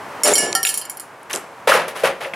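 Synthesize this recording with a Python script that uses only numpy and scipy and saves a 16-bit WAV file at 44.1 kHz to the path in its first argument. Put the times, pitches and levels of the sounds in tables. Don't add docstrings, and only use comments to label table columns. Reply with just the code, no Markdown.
import sys
import numpy as np
from scipy import signal
from scipy.fft import rfft, irfft
from scipy.io import wavfile
from scipy.ndimage import uniform_filter1d, minimum_filter1d

SR = 44100
rng = np.random.default_rng(int(sys.argv[2]) if len(sys.argv) > 2 else 0)


def master(y):
    cut = np.clip(np.atleast_2d(y).T, -1, 1)
    pcm = np.round(cut * 32767)
    wavfile.write(sys.argv[1], SR, pcm.astype(np.int16))


N = 103635
TIME = np.arange(N) / SR
FREQS = np.maximum(np.arange(N // 2 + 1) * SR / N, 1)


def amp(db):
    return 10 ** (np.asarray(db) / 20)


def curve(points):
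    hz, db = np.array(points, float).T
    return amp(np.interp(np.log(FREQS), np.log(hz), db))


def noise(gain, flutter=1):
    mid, side = rfft(rng.standard_normal((2, N)) * flutter) * gain
    side *= 0.0023 + 0.27 * FREQS ** 2 / (FREQS ** 2 + 870 ** 2)
    stereo = irfft(np.array([mid + side, mid - side]), N)
    return stereo / stereo.std()


def envelope(start, rise, hold, t60):
    t = TIME - start
    return np.clip(t / rise, 0, 1) * np.exp(-np.log(1000) * np.clip((t - rise - hold) / t60, 0, 10))


def ring(start, hz, t60, rise, hold=0, side=0):
    first = int(start * SR)
    t = TIME[:min(N - first, int((rise + hold + t60 * 2) * SR))]
    level = envelope(0, rise, hold, t60)[:len(t)]
    mid, diff = (np.sin(2 * np.pi * hz * t + phase) for phase in rng.uniform(0, 2 * np.pi, 2))
    out = np.zeros((2, N))
    out[:, first:first + len(t)] = level * np.array([mid + side * diff, mid - side * diff])
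    return out


def pan(sound, left_db):
    return sound * amp([[left_db / 2], [-left_db / 2]])


def crinkle(steps_per_s=503, depth_db=1.5):
    gain = amp(depth_db * np.interp(TIME * steps_per_s, np.arange(N), rng.standard_normal(N)))
    return gain / np.sqrt(np.mean(gain ** 2))


def crinkle_bands(colour):
    spectrum = rfft(noise(curve(colour), crinkle()))
    octave = np.log2(FREQS / 1000)
    return [(1000 * 2. ** k, irfft(spectrum * np.maximum(1 - abs(octave - k), 0), N))
            for k in range(-5, 5)]


def burst(bands, start, rise, hold, t60, tilt_db=0, treble_damping=0.21):
    out = np.zeros((2, N))
    for hz, band in bands:
        gain = amp(tilt_db * np.log2(hz / 1000))
        fade_s = t60 * (hz / 1000) ** -treble_damping
        out += gain * band * envelope(start, rise, hold, fade_s)
    return out


# (frequency [Hz], level [dB])
RUSH_COLOUR = [(25, -49), (60, -23), (115, -6), (200, -8), (400, -3), (950, 2), (2200, -10), (3800, -22),
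               (7000, -26), (11000, -28), (15500, -38)]
# (time [s], level [dB])
RUSH_LEVELS = [(0, -33), (.22, -31.5), (.7, -40), (1.2, -40.5), (1.65, -38.5), (2.35, -37.5)]


def distant_rush():
    times, levels_db = np.array(RUSH_LEVELS).T
    return noise(curve(RUSH_COLOUR)) * amp(np.interp(TIME, times, levels_db))


FAMILIES = ["low", "middle", "bright", "high", "top", "edge"]
FADE_FACTOR = dict(low=1, middle=0.6, bright=0.69, high=0.53, top=0.66, edge=0.78)
# (pitch [Hz], level [dB], fade time before FADE_FACTOR [s], family)
STEEL_TONES = [(771, -3.5, .3, "low"), (1361, 1, .21, "low"), (1835, -4, .6, "low"),
               (3130, 4, .13, "middle"), (4320, -.5, .28, "middle"), (4850, -1.5, .28, "middle"),
               (5636, -3, .14, "bright"), (8790, -4, .13, "bright"), (2212, -7, .2, "high"),
               (7122, -2, .17, "high"), (7162, 1, .14, "high"), (7425, -9, .2, "high"),
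               (10285, -2, .16, "top"), (10540, -1.5, .15, "top"), (12190, -5, .11, "top"),
               (14485, -3, .09, "top"), (1719, 0, .6, "edge"), (2885, 0, .33, "edge"),
               (5068, -1, .22, "edge"), (10002, 1, .2, "edge")]
# (time [s], one level for each of the six families [dB], tick level [dB])
STEEL_HITS = [(0.2343, -26, -27.5, -2, -8, -8, -26, -1), (.2555, -39, -16, -16, -8, -25, -16, -2),
              (.275, -26, -25, -3.5, -13.5, -8, -39, -16), (0.3356, -25, -34, -4, 7, -1, -37, -4),
              (.3542, -18, -5, 5, -7, -3.5, -35, 8), (.3805, -37, -26, 2, 0.5, -6.5, -11, 3),
              (.551, -18.5, -21.5, -11.5, -22, -24.5, -33, -13),
              (.630, -42, -29, -14, -27, -30, -38, -11.5), (.651, -25, -32, -28, -11.5, -20, -22.5, -7.5),
              (.668, -36, -33.5, -15.5, -18.5, -19.5, -43, -24),
              (.690, -38, -27.5, -23, -28, -21, -32.5, -23), (.7408, -66, -36, -24, -27.5, -26, -61, -16.5),
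              (0.7744, -62, -39.5, -31, -37, -25.5, -43, -16), (.814, -46, -35.5, -35, -44, -39, -42, -23),
              (0.852, -47, -45, -38, -36, -51, -47, -29), (.897, -50, -44, -35, -29.5, -34.5, -54, -19.5),
              (0.971, -54, -52, -42, -43, -57, -53, -25.5), (.9977, -64, -48, -40, -43, -38, -53, -22)]
# (frequency [Hz], level [dB])
TICK_COLOUR = [(300, -18), (1000, 2), (4000, -16.5), (4900, 4), (6300, -15), (10500, 15.5), (13000, 7.5),
               (16000, -18)]
# (frequency [Hz], level [dB])
SHIMMER_COLOUR = [(500, -62), (4000, -22), (6500, -14.5), (7300, -4), (7900, -14.5), (8750, -4.5),
                  (9400, -21), (10350, 3), (11400, -37), (12150, -8.5), (13100, -52), (14300, -10),
                  (15500, -37.5)]
# (frequency [Hz], level change [dB])
WEIGHT_DULLING = [(10700, -3.5), (12200, -9), (14500, -9.5)]


def steel_clinks(contact_s=.0004, tick_t60=0.017, chatter_s=0.0055, weighed_until_s=.5):
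    out = np.zeros((2, N))
    tick, shimmer = noise(curve(TICK_COLOUR)), noise(curve(SHIMMER_COLOUR))
    for i, (start, *family_db, tick_db) in enumerate(STEEL_HITS):
        strength_db = dict(zip(FAMILIES, family_db))
        pitch, hold = (.974, .015) if i == 0 else (1, 0)
        touch = envelope(start, contact_s, 0, tick_t60)
        second_touch = amp(-6.5) * envelope(start + chatter_s, contact_s, 0, tick_t60)
        clink = amp(tick_db) * tick * (touch + second_touch)
        clink += amp(strength_db["top"] + 2.5) * shimmer * envelope(start, contact_s, hold, t60=0.19)
        for hz, db, t60, family in STEEL_TONES:
            gain = amp(db + strength_db[family] + 0.5 * rng.standard_normal())
            detune = 1 + 0.002 * rng.standard_normal()
            fade_s = t60 * FADE_FACTOR[family]
            clink += gain * ring(start, hz * pitch * detune, fade_s, contact_s, hold, side=0.082)
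        if start < weighed_until_s:
            clink = irfft(rfft(clink) * curve(WEIGHT_DULLING), N)
        damping = amp(-42 * np.clip((TIME - start) / contact_s, 0, 1))
        out = out * damping + clink
    return pan(out, left_db=-0.9)


# (pitch [Hz], level [dB], fade time [s])
BOARD_TONES = [(364, -25, 0.47), (416, -4, 0.39), (547, -34, 0.4), (594, 2, 0.38), (690, -5, 0.58)]
# (frequency [Hz], level [dB])
RATTLE_COLOUR = [(40, -41), (100, -27), (150, -17), (240, -8.5), (380, 2), (650, -1), (1000, -6.5),
                 (2200, -11), (4000, -15.5), (10500, -14.5), (15000, -38)]


def board_boom(start=.236, rise=0.026, hold=0.031):
    boom = sum(amp(db) * ring(start, hz, t60, rise, hold) for hz, db, t60 in BOARD_TONES)
    rattle = burst(crinkle_bands(RATTLE_COLOUR), start, rise, hold, t60=0.58)
    return amp(-12) * boom + amp(-8.5) * rattle


# (frequency [Hz], level [dB])
ECHO_COLOUR = [(100, 6.5), (600, -12.5), (3000, -8), (9000, -15.5), (16000, -24)]


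def yard_echo(sound):
    tail = noise(curve(ECHO_COLOUR)) * envelope(start=0.014, rise=0.012, hold=0, t60=0.45)
    tail /= np.sqrt(np.sum(tail ** 2) / 2)
    return amp(-20) * signal.fftconvolve(sound, tail, axes=1)[:, :N]


# (time [s], level [dB], centre [Hz], width [octaves], fade time [s])
PLASTIC_SNAPS = [(0.5281, -11, 6000, 0.49, 0.0074), (0.5283, -18, 2290, 0.2, 0.012),
                 (0.6501, -3, 2640, 0.42, 0.015), (0.669, -12, 2900, 0.43, 0.028),
                 (1.231, -41.5, 11100, 0.45, 0.017), (1.305, -19.5, 2170, 0.38, 0.012),
                 (1.309, -24, 1670, .8, 0.025), (1.311, -26, 9000, 0.9, 0.0088),
                 (1.331, -16, 5900, 0.13, 0.016), (1.3354, -19, 2530, 0.48, 0.031),
                 (1.33, -25.5, 10000, 0.68, 0.22), (1.338, -29, 394, 0.45, 0.11),
                 (1.3511, -11, 7400, 0.68, 0.0041), (1.3599, -12.5, 6600, 0.63, 0.007),
                 (1.361, -24.5, 456, 0.98, 0.099), (1.3737, -23, 6300, 0.23, 0.007),
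                 (1.718, -4, 1290, 0.42, 0.097), (2.214, -17, 2350, 0.35, 0.0084),
                 (2.246, -20.5, 2220, 0.36, 0.056), (2.336, -20.5, 2440, 0.23, 0.039)]


def plastic_snaps(rise_cycles=1.5, top_hz=12200):
    out = np.zeros((2, N))
    treble_cut = 1 / (1 + (FREQS / top_hz) ** 20)
    for start, db, hz, width, t60 in PLASTIC_SNAPS:
        band = np.exp(-.5 * (np.log2(FREQS / hz) / width) ** 2)
        out += amp(db) * noise(band * treble_cut) * envelope(start, rise_cycles / hz, 0, t60)
    return out


# (time [s], shell level [dB], rise [s], hold [s], fade time at 1 kHz [s],
# tilt towards the treble [dB per octave], hollow level [dB])
BOTTLE_BLOWS = [(1.296, -30.5, 0.004, 0.023, 0.085, 0.5, -67), (1.328, -29.5, 0.0083, 0.025, 0.43, -2, -44),
                (1.672, -8.5, 0.006, 0.052, 0.39, -0.5, -13), (1.879, -37, 0.0023, 0.0036, 0.22, 4, -31.5),
                (1.948, -31, 0.015, 0.051, 0.26, .5, -36.5), (2.033, -15, 0.0081, 0.023, 0.28, -1, -14),
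                (2.202, -29, 0.0092, 0.029, 0.25, -0.5, -34), (2.254, -46, 0.0036, 0.022, 0.25, 0.5, -26.5),
                (2.335, -28.5, 0.00079, 0.0078, .2, -2, -35)]
# (frequency [Hz], level [dB])
SHELL_COLOUR = [(50, -49), (150, -14.5), (280, -14.5), (480, 3.5), (750, 1.5), (1400, -0.5), (2600, -3.5),
                (4200, -12), (8000, -18.5), (10800, -13.5), (13000, -23.5), (16000, -32)]
# (pitch [Hz], level [dB], fade time [s])
HOLLOW_TONES = [(442, -3.5, 0.038), (498.4, 3.5, 0.067), (543.4, -1.5, 0.32), (620, 2, 0.062)]


def bottle_thuds():
    out, shell = np.zeros((2, N)), crinkle_bands(SHELL_COLOUR)
    for start, shell_db, rise, hold, t60, tilt_db, hollow_db in BOTTLE_BLOWS:
        out += amp(shell_db) * burst(shell, start, rise, hold, t60, tilt_db)
        for hz, tone_db, tone_t60 in HOLLOW_TONES:
            out += amp(hollow_db + tone_db) * ring(start, hz, tone_t60, rise)
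    return pan(out, left_db=0.9)


def scene():
    direct = steel_clinks() + board_boom() + bottle_thuds() + plastic_snaps()
    return direct + yard_echo(direct) + distant_rush()


def record(dry):
    ceiling_db, recovery_db_per_s, lookahead_s, top_hz = -1.05, 190, .0024, 15800
    peak_db = 20 * np.log10(abs(dry).max(axis=0) + 1e-9)
    excess_db = np.maximum(peak_db - ceiling_db, 0)
    recovery_db = recovery_db_per_s * TIME
    gain_db = recovery_db - np.maximum.accumulate(excess_db + recovery_db)
    span = 2 * int(lookahead_s * SR) + 1
    smooth_db = uniform_filter1d(minimum_filter1d(gain_db, span), span)
    treble_cut = signal.ellip(8, .2, 70, top_hz, fs=SR, output="sos")
    return signal.sosfilt(treble_cut, dry * amp(smooth_db))


dry = scene()
out = record(dry)
master(out)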